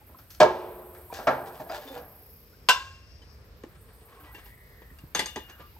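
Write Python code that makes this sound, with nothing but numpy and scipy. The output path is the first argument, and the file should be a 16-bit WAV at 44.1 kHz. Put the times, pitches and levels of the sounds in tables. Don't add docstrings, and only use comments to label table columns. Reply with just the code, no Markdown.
import sys
import numpy as np
from scipy import signal
from scipy.fft import rfft, irfft, next_fast_len
from scipy.io import wavfile
from scipy.ndimage import uniform_filter1d

SR = 44100
rng = np.random.default_rng(int(sys.argv[2]) if len(sys.argv) > 2 else 0)


def volts(x):
    e = np.asarray(x, float) / 20
    return 10 ** e


def to_wav(s):
    ch = np.atleast_2d(s).T
    pcm = np.round(np.clip(ch, -1, 1) * 32767)
    wavfile.write(sys.argv[1], SR, pcm.astype(np.int16))


N = 255558
T = np.arange(N) / SR
THIRDS = 90 * 2 ** np.arange(0, 7.4, 1 / 3)
LEFT_RIGHT = np.array([[1], [-1]])


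def shape(table, hz):
    f, v = np.transpose(table)
    return np.interp(np.log(hz), np.log(f), v)


def band(x, lo_hz, hi_hz, order=2):
    y = signal.sosfilt(signal.butter(order, [lo_hz, hi_hz], "band", fs=SR, output="sos"), x)
    return y / np.sqrt(np.mean(y ** 2))


def walk(rate):
    k = int(SR / rate)
    levels = np.repeat(rng.standard_normal(N // k + 1), k)
    return uniform_filter1d(uniform_filter1d(levels, k), k)[:N]


def swell(start, end, level_db, rise, fall):
    return volts(level_db - rise * np.maximum(start - T, 0) - fall * np.maximum(T - end, 0))


def gliding_noise(hz, rate):
    phase = 2 * np.pi * np.cumsum(hz) / SR
    noise = walk(rate) * np.sin(phase) + walk(rate) * np.cos(phase)
    return noise / np.std(noise)


# pitch in Hz, left minus right in dB, lead of the left in radians
PORT_SHADE = [(300, 0, .12), (800, -1.5, .15), (1400, 0, .8), (2000, 1, 1.2), (2800, 4, 1.3),
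              (4500, 5, 1.2), (5500, 6.5, .6), (6500, 4, .1), (8500, 0, -.2), (13500, 0, -.2),
              (14500, 0, 2.4)]


def ports(x, lean):
    size = next_fast_len(N + 64)
    hz = (np.arange(size // 2 + 1) + 1) * SR / size
    at, shade_db, lead = np.transpose(PORT_SHADE)
    shade = volts(lean * shape(np.c_[at, shade_db], hz) / 2)
    turn = np.exp(.5j * lean * shape(np.c_[at, lead], hz)) * shade
    spec = rfft(x, size)
    return np.array([irfft(spec * turn, size)[:N], irfft(spec / turn, size)[:N]])


def shimmer():
    noises = [band(rng.standard_normal(2 * SR), f / 1.12, f * 1.12) for f in THIRDS]
    return np.array(noises) * np.sqrt(THIRDS / 1000)[:, None]


def strike(blows, modes, colour, decay, cloud, clear_db, late_db, late_ratio, lead):
    out = np.zeros(N + 2 * SR)
    count = len(modes)
    hz, db, t60 = np.transpose(modes)[:, :, None]
    chance = rng.random((len(blows), 1 + 3 * count))
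    for (s, peak_db, tilt_db, contact, share), c in zip(blows, chance):
        share = np.clip(share, .05, 1.5)
        t = T[:int(SR * np.clip((peak_db + 70) / 55, .1, 1))]

        def tilt(f):
            return volts(tilt_db * np.log2(f / 1000))

        def rise(f):
            return 1 - np.exp(-t / max(contact, 1e-4) * 2 * np.sqrt(np.maximum(f / 800, .6)))

        spot = volts(3.67 * (c[1:1 + count, None] - 4.5))
        phase = 2 * np.pi * c[1 + count:1 + 2 * count, None]
        fade = rise(hz) * np.exp(-np.log(1000) * t / np.minimum(t60, 1.9) / share)
        beat_hz = 6 + 25 * c[1 + 2 * count:, None]
        beat = 1 + .65 * np.cos(2 * np.pi * beat_hz * t + 3 * phase)
        gain = volts(db + clear_db) * spot * tilt(hz)
        clear = np.sum(gain * beat * fade * np.sin(2 * np.pi * hz * t + phase), axis=0)
        short = shape(decay, THIRDS)[:, None] * share
        fall = np.exp(-np.log(1000) * t / short)
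        fall = fall + volts(late_db) * np.exp(-np.log(1000) * t / short / late_ratio)
        start = int(c[0] * SR * .9)
        piece = cloud[:, start:start + len(t)] * fall * rise(THIRDS[:, None])
        ring = clear + (volts(shape(colour, THIRDS)) * tilt(THIRDS)) @ piece
        ring *= np.minimum((t[-1] - t) / .05, 1)
        loudest = np.sqrt(np.max(uniform_filter1d(ring[:4000] ** 2, 200)))
        at = int((s - lead) * SR)
        out[at:at + len(t)] += ring * volts(peak_db - 0.5) / loudest
    return out[:N]


# pitch in Hz, density in dB per Hz
SHORE_COLOUR = [(18, -35), (36, -7), (60, 7.5), (86, -2.5), (365, -22), (467, -11.5), (700, -30.5),
                (883, -24), (2730, -30), (3240, -35), (4680, -33.5), (6750, -45), (8020, -34), (10500, -43),
                (13600, -74), (22000, -120)]


def shore():
    out, common = 0, walk(1.3)
    for hz in 25 * 2 ** np.arange(0, 9, .5):
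        mid, side = (band(rng.standard_normal(N), hz / 1.19, hz * 1.19) for _ in range(2))
        db = shape(SHORE_COLOUR, hz) + 10 * np.log10(hz) + 1.2 * common + 2.2 * walk(8)
        wide = np.clip(0.12 + hz / 1500, 0, .85)
        out = out + volts(db) * (mid + wide * side * LEFT_RIGHT)
    return out * volts(-50.5) / np.std(out)


# full strength from and to in seconds, level in dB,
# rise in dB per s, fall in dB per s
CRICKET_SONG = [
    (0, .45, -66, 60, 60),
    (.72, 2.34, -55.5, 55, 50),
    (3.2, 3.3, -81, 5, 5),
    (4.5, 5.1, -65, 16, 200),
    (5.3, 5.8, -62, 60, 30),
]
CICADA_SONG = [
    (3.12, 3.3, -62, 12, 60),
]
REED_BUG_SONG = [
    (1.0, 1.5, -60.5, 11.4, 18),
    (3.8, 4.02, -63, 190, 69),
    (4.33, 4.5, -66, 61, 36),
]
WARM_UP = [.074, .177, .306, 3.3293, 3.4516, 3.5748, 3.692, 3.8157, 3.9379, 4.0572, 4.2068, 4.3251, 4.4498]


def insects():
    def song(rows):
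        return sum(swell(*row) for row in rows)

    noise = rng.standard_normal((4, N))
    level = song(CRICKET_SONG) * (1 + .25 * np.sin(2 * np.pi * 28 * T + 3 * walk(5.8)))
    for s in WARM_UP:
        early = min(start - s for start in (.31, 4.5) if start > s)
        age = np.maximum(T - s + 0.01, 0)
        stroke = (1 - np.exp(-age / .006)) * np.exp(-age / 0.035) / 2
        level += volts(-53 - 14 * early + 8.0) * stroke
    wing = band(noise[0], 11350, 13200, order=3) + volts(-3.0) * band(noise[1], 14200, 15700, order=3)
    cicada = song(CICADA_SONG) * band(noise[2], 4700, 5600) * volts(2 * walk(20.0))
    bug = song(REED_BUG_SONG) * band(noise[3], 8210, 11000, order=3) * volts(1.2 * walk(25.6))
    spread = level * volts(-5.5) * band(noise[3], 11300, 13200, order=3) * LEFT_RIGHT
    return ports(level * wing + cicada + bug, lean=2.0) + spread


# start in seconds, peak in dB, bubble pitch in Hz, ring in seconds, glide as
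DRIPS = [
    (.013, -55, 830, .018, .03),
    (.144, -50, 1100, .014, -.1),
    (.81, -54, 850, .025, .55),
    (1.1, -41, 930, .02, .06),
    (2.53, -59, 1400, .02, .12),
    (3.662, -47, 330, .018, .05),
    (4.12, -58, 1080, .04, .06),
    (5.605, -60, 1195, .07, 0),
    (5.763, -49.5, 850, .011, .08),
]


def drops():
    out, t = np.zeros(N + 4410), T[:4410]
    for s, peak_db, hz, ring, glide in DRIPS:
        note = np.sin(2 * np.pi * hz * (t + glide * t ** 2 / ring / 2))
        fade = np.minimum(t / 0.0031, 1) * np.exp(-(t / ring) ** 2)
        at = int(s * SR)
        out[at:at + 4410] += volts(peak_db + 4.5) * note * fade
    return out[:N]


# start in seconds, peak in dB, treble tilt in dB per octave,
# contact in seconds, ring share 0-1
NUDGE_BLOWS = [(.092, -49.5, -5, 0.012, 0.38), (.188, -49.5, 7, 0.0031, 0.42),
               (.305, -45.5, 13.5, 0.0065, 0.42), (.349, -45.5, 12, 0.0033, 0.15),
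               (.949, -48.5, 3.5, 0.0025, 0.99), (1.127, -31.5, -3.5, 0.0011, 0.13),
               (1.14, -39, 9.5, 0.0032, 0.69), (1.189, -32, -2, 0.001, 0.89),
               (1.6, -35.5, -7, 0.0038, 0.22), (1.666, -44.5, -1.5, 0.001, 0.2),
               (1.696, -33.5, 0.5, 0.004, 0.86), (1.96, -37, -3, 0.015, 0.38)]
# pitch in Hz, level in dB,
# t60 in seconds
BRIGHT_END = [(133, -15, .59), (265, -17, .63), (608, 1, .26), (662, -1, .33), (690, -18, .44),
              (786, -21, 1.2), (883, -6, .5), (996, -16, .8), (1098, -18, .65), (1179, -11, .4),
              (1330, 0, .18), (1400, -7, .3), (1604, -8, .24), (1733, -10, .27), (2169, -12, .2)]
WHOLE_BEAM = [(361, -23, 1.8), (372, -28, 1.4), (426, -30, 1.5), (441, -27, 1.7), (716, -2, .15)]
# pitch in Hz, density in dB per Hz
BRIGHT_END_COLOUR = [(53, -55), (90, -27.5), (515, -9.5), (639, -5), (1120, -14), (1330, -10.5),
                     (2710, -26.5), (5630, -33), (9240, -53), (10100, -81), (11500, -49), (15500, -61)]
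# pitch in Hz, t60 in seconds
BEAM_FADE = [(100, 0.32), (400, 0.21), (800, 0.24), (2000, 0.14), (5000, 0.086), (12000, 0.05)]


def nudges(cloud):
    return strike(NUDGE_BLOWS, BRIGHT_END + WHOLE_BEAM, BRIGHT_END_COLOUR, BEAM_FADE, cloud,
                  clear_db=3.5, late_db=-7.0, late_ratio=8.9, lead=.0015)


# start in seconds, level in dB, pitch in Hz,
# held in seconds, t60 in seconds
TOUCHES = [(.404, -12, 617, .041, .03), (5.2, -49, 2865, .05, 1.5), (2.75, -55, 2725, .1, 1.2),
           (.144, -54, 1300, .006, .04), (5.6, -58, 1195, .06, .1), (5.5, -55, 1700, .01, .04),
           (1.12, -50, 2400, .01, .05), (1.17, -48, 1650, .012, .05), (1.42, -42, 790, .065, .08),
           (1.6, -40, 620, .02, .1), (1.598, -50, 1800, .004, .06), (1.666, -43, 680, .008, .05),
           (1.698, -34, 660, .008, .03), (1.712, -32, 660, .01, .06), (1.697, -46, 4900, .004, .08),
           (1.735, -42, 595, .065, .08), (1.85, -46, 272, .03, .08), (1.9, -45, 272, .03, .08),
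           (1.875, -50, 3560, .02, .12), (1.9, -44, 540, .02, .06), (1.935, -42, 485, .07, .1),
           (3.218, -58, 3050, .008, .05), (4.17, -59, 1090, .04, .06), (4.26, -60, 1950, .05, .06),
           (4.2, -58, 300, .06, .1), (1.128, -42, 480, .004, .04), (1.19, -42, 760, .004, .04),
           (4.158, -56, 1480, .008, .04), (4.2, -58, 1560, .015, .05), (4.335, -56, 800, .01, .05),
           (4.347, -46, 2750, .005, .07), (4.347, -51, 1800, .005, .07), (4.454, -58, 2800, .006, .05),
           (4.987, -53, 2800, .005, .05), (5.1492, -22, 1300, .0005, .01), (5.194, -26, 2000, .002, .02),
           (5.259, -38, 4750, .003, .04), (5.36, -38, 960, .006, .04), (5.366, -39, 398, .014, .1)]


def held():
    out, t = np.zeros(N + SR), T[:SR // 2]
    for s, db, hz, hold, t60 in TOUCHES:
        rise = np.minimum(t * hz / 2, 1)
        fade = rise * np.exp(-np.log(1000) * np.maximum(t - hold, 0) / max(t60, .005))
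        at = int(s * SR)
        out[at:at + len(t)] += volts(db + 3) * fade * np.sin(2 * np.pi * hz * t)
    return out[:N] * volts(1.5 * walk(150))


# start in seconds, peak in dB, treble tilt in dB per octave,
# contact in seconds, ring share 0-1
FIRST_BLOWS = [
    (0.404, -9, 1.5, 0.0093, 1.0),
    (.419, -17, 3., .002, .2),
    (.434, -17, 3., .002, .2),
]
# pitch in Hz, level in dB, t60 in seconds
DULL_END = [(137, -24, .37), (366, -3, .25), (426, -8, .2), (530, -10, .25), (596, -15, .59),
            (646, -26, 1.3), (775, -18, .55), (883, -16, .54), (904, -3, .21), (942, -6, .22),
            (985, -25, .9), (1055, -15, .4), (1330, -17, .36), (1642, -14, .35), (1803, -21, .22),
            (2256, -19, .23)]
# pitch in Hz, density in dB per Hz
DULL_END_COLOUR = [(53, -58), (90, -24), (398, -16), (473, -4.5), (612, -10), (810, -17.5), (922, -14),
                   (1550, -24.5), (4350, -30), (8300, -44), (10300, -58.5), (11500, -48.5), (15500, -64)]


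def first_blow(cloud):
    return strike(FIRST_BLOWS, DULL_END + WHOLE_BEAM, DULL_END_COLOUR, BEAM_FADE, cloud,
                  clear_db=10.5, late_db=-21, late_ratio=7.2, lead=.003)


# pressed from and to in seconds, level in dB, treble in dB,
# modes favoured by the contact spot in Hz
DRAGS = [
    (1.12, 1.21, -48, -12, 700),
    (1.46, 1.56, -49, -17, 450),
    (1.604, 1.615, -47, -22, 600),
    (1.7, 1.725, -41, -14, 800),
    (1.72, 1.8, -43, -12, 800),
    (1.82, 1.92, -46, -11, 500),
    (1.93, 1.99, -44, -17, 900),
]


def drag():
    size = volts(2.5 * np.minimum(rng.exponential(size=N), 4))
    slips = rng.random(N) < .06
    grains = rng.standard_normal(N) * size * slips * volts(5 * walk(45))
    # pitch in Hz, half width in Hz, level in dB
    modes = np.array([(277, 10.0, -6.0), (377, 11, -18), (453.7, 3.4, -1.0), (490, 30, -3.0),
                      (617.0, 16, 0.5), (779, 7.1, 4.0), (877, 29, 5.0), (1420, 60, 3.5),
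                      (1686, 21, 10.0), (687, 33, -11.0), (1100, 130, -29)])
    rings = np.array([volts(db) * band(grains, f - w, f + w, order=1) for f, w, db in modes])
    grit = band(grains, 1240, 4500)
    grit += volts(-29.5) * band(grains, 4600, 4700, order=1)
    grit += volts(-15) * band(grains, 3550, 3575, order=1)
    grit += volts(-37.0) * band(grains, 6220, 6270, order=1)
    out = 0
    for start, end, db, treble_db, spot_hz in DRAGS:
        octaves = np.abs(np.log2(modes[:, 0] / spot_hz))
        body = volts(-13 * octaves) @ rings
        press = swell(start, end, db, rise=902, fall=278)
        out = out + press * (body / np.std(body) + volts(treble_db) * grit)
    return out


# start in seconds, peak in dB, treble tilt in dB per octave,
# contact in seconds, ring share 0-1
SECOND_BLOWS = [
    (1.274, -13, 0.1, 0.0063, 1.0),
]


def second_blow(cloud):
    return strike(SECOND_BLOWS, BRIGHT_END + WHOLE_BEAM, BRIGHT_END_COLOUR, BEAM_FADE, cloud,
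                  clear_db=9.0, late_db=-15.5, late_ratio=5.36, lead=0.004)


# full strength from and to in seconds, level in dB
GUSTS = [
    (2.216, 2.618, -63),
    (3.281, 3.582, -63),
    (3.874, 4.224, -62),
    (4.7, 4.771, -62),
]


def drone():
    hum = band(rng.standard_normal(N), 448 - 38.6, 448 + 38.6)
    return hum * sum(swell(*row, rise=86.5, fall=76.5) for row in GUSTS)


# start in seconds, peak in dB, treble tilt in dB per octave,
# contact in seconds, ring share 0-1
CLANK_BLOWS = [
    (2.688, -8.5, 0.011, 0.0032, 0.92),
]
# pitch in Hz, level in dB, t60 in seconds
PIPE_MODES = [(1003, 1, 0.22), (1071, -14, 0.57), (1346, -19.5, 0.27), (1486, -19, 0.55), (1526, 4, 0.14),
              (1610, -9, 0.52), (2689, -5, 0.24), (2853, 1, 0.14), (2960, -13, 0.22), (2905, -7, 0.13),
              (3365, -20, 0.22), (3563, -7, 0.2), (4463, -11, 0.19), (4780, -28, 0.3), (5368, -12, 0.22),
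              (6160, -30, 0.44), (7192, -25, 0.28), (7800, -18, 0.19), (8000, -27.5, 0.25),
              (8802, -38.5, 0.41),
              (2764, -3, .15), (2700, -26, .8), (2738, -29, .9), (2790, -31, .8), (3590, -26, .5),
                   (705, -6, .07), (957, -8, .09), (1050, -27, .6), (1630, -25, .6), (2013, -17, .4),
                   (3095, -15, .25)]
# pitch in Hz, density in dB per Hz
PIPE_SHIMMER = [(71, -63.5), (120, -34), (300, -29), (420, -16), (563, -13.5), (995, -7), (1270, -18),
                (1560, -6.5), (1830, -19.5), (2300, -17), (2870, -13), (8250, -28.5), (10100, -47),
                (11700, -26), (14000, -53.5), (15500, -32)]
# pitch in Hz, t60 in seconds
PIPE_FADE = [(150, 0.19), (500, 0.059), (1200, 0.079), (3000, 0.087), (6000, 0.11), (12000, 0.069)]


def pipe_clank(cloud):
    return strike(CLANK_BLOWS, PIPE_MODES, PIPE_SHIMMER, PIPE_FADE, cloud,
                  clear_db=6.5, late_db=-21.0, late_ratio=6.4, lead=0.001)


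# start in seconds, peak in dB,
# treble tilt in dB per octave, contact in seconds, ring share 0-1
TICK_BLOWS = [
    (3.22, -57.5, -0.3, 0.0025, 0.59),
    (3.487, -63.5, -13, 0.0017, 0.44),
    (3.636, -48.5, -1.1, 0.0016, 0.085),
    (4.346, -42.5, -1.8, 0.0024, 0.77),
    (4.458, -49, -0.9, 0.0023, 1),
    (4.987, -51.5, 2.5, 0.0015, 0.28),
]
THUD_BLOWS = [
    (3.637, -33, -10.5, 0.0028, 0.15),
    (4.818, -45, -5.5, 0.0036, 0.35),
    (4.912, -43.5, -16.5, 0.0027, 0.47),
    (5.037, -37.5, -16, 0.0025, 0.53),
    (5.596, -45.5, -5.5, 0.005, 0.66),
]
FITTING_PITCH = [398, 866, 1020, 1200, 1560, 2010, 2121, 2853, 2915, 3354, 3564, 4470, 4800, 6325, 7190,
                 8680]
# level in dB, t60 in seconds
FITTING_MODE_RING = [(-15, 0.14), (0, 0.2), (4.5, 0.062), (-9, 0.33), (-5, 0.12), (-8.5, .1), (-9, 0.3),
                     (-10, 0.93), (-14.5, 0.53), (-1, 0.1), (-7, 0.37), (-1.5, 0.11), (-4, 0.084),
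                     (9.5, 0.054), (-5.5, 0.081), (-5, 0.073)]
# pitch in Hz, density in dB per Hz
FITTING_SHIMMER = [(71, -47), (120, -15), (407, -5.5), (796, -12), (863, 7), (1080, -38), (2030, 2.5),
                   (2240, -14.5), (2870, -12.5), (6330, -20.5), (12400, -25.5), (13200, -55), (15500, -70)]
# pitch in Hz, t60 in seconds
FITTING_FADE = [(150, 0.12), (500, 0.15), (1200, 0.125), (3000, 0.24), (6000, 0.17), (12000, 0.2)]
FITTING_MODES = [(hz, *ring) for hz, ring in zip(FITTING_PITCH, FITTING_MODE_RING)]


def fitting_ticks(cloud):
    return strike(TICK_BLOWS + THUD_BLOWS, FITTING_MODES, FITTING_SHIMMER, FITTING_FADE, cloud,
                  clear_db=-9.0, late_db=-11, late_ratio=2.8, lead=0.00068)


# rubbed from and to in seconds, level in dB,
# tube resonance from and to in Hz
RUBS = [
    (3.75, 3.78, -63, 1650, 1500),
    (3.9, 4.0, -64, 800, 900),
    (4.11, 4.3, -55, 1120, 950),
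    (4.35, 4.39, -54, 1850, 1800),
    (5.51, 5.62, -53, 1780, 1230),
]


def rub():
    rows = np.array(RUBS)
    tube = gliding_noise(np.interp(T, rows[:, :2].ravel(), rows[:, 3:].ravel()), rate=900)
    cloth = band(rng.standard_normal(N) * volts(6.6 * walk(60)), 210, 2500)
    grip = sum(swell(start, end, db, rise=130, fall=159) for start, end, db in rows[:, :3])
    return grip * (volts(-4.5) * tube + volts(-2) * cloth)


def slide():
    start_s, stop_s = 4.49, 4.92
    hiss = gliding_noise(2010 - 260 * (T - start_s), rate=520)
    moving = swell(start_s, 4.6, -58, rise=120, fall=10)
    return moving * swell(0, stop_s, 0, rise=0, fall=258) * hiss


# start in seconds, peak in dB, treble tilt in dB per octave,
# contact in seconds, ring share 0-1
RATTLE_BLOWS = [
    (5.149, -19.5, -0.24, 0.0016, 1),
    (5.193, -19.5, -0.3, 0.00052, 0.54),
    (5.219, -38.5, -7, 0.00089, 0.99),
    (5.259, -28, 2, 0.00086, 0.74),
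    (5.36, -28.5, -3.5, 0.00071, 0.66),
    (5.498, -48.5, 6, 0.001, 0.49),
]


def fitting_rattle(cloud):
    return strike(RATTLE_BLOWS, FITTING_MODES, FITTING_SHIMMER, FITTING_FADE, cloud,
                  clear_db=14.5, late_db=-15, late_ratio=3.9, lead=0.00044)


def bank_scatter(metal):
    highpass = signal.butter(1, 1100, "high", fs=SR, output="sos")
    echo = signal.sosfilt(highpass, rng.standard_normal((2, 6000)))
    echo *= np.exp(-T[:6000] / 0.024)
    return signal.fftconvolve(metal, echo / np.linalg.norm(echo[0]), axes=1)[:, :N]


def scene():
    cloud = shimmer()
    knocks = nudges(cloud) + first_blow(cloud) + second_blow(cloud)
    frame = ports(knocks + drag() + drops() + held(), lean=0.97)
    pipe = ports(pipe_clank(cloud), lean=1.12)
    fitting = ports(fitting_ticks(cloud) + fitting_rattle(cloud) + rub() + slide(), lean=1.2)
    metal = frame + pipe + fitting
    return metal + volts(-5.5) * bank_scatter(metal) + insects() + shore() + drone()


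def band_limit(x):
    return signal.sosfilt(signal.butter(12, 15900, fs=SR, output="sos"), x)


# pitch in Hz, gain in dB
MICROPHONE = [(20, -26), (48, 0), (9400, 0), (9800, -24), (10400, -24), (10900, 0), (13450, 0),
              (13800, -30), (14150, 0)]


def record(dry):
    size = next_fast_len(N)
    hz = (np.arange(size // 2 + 1) + 1) * SR / size
    x = irfft(rfft(dry, size) * volts(shape(MICROPHONE, hz)), size)[:, :N]
    mix = np.tanh(0.51 * x) / 0.66
    return band_limit(mix)


dry = scene()
out = record(dry)
to_wav(out)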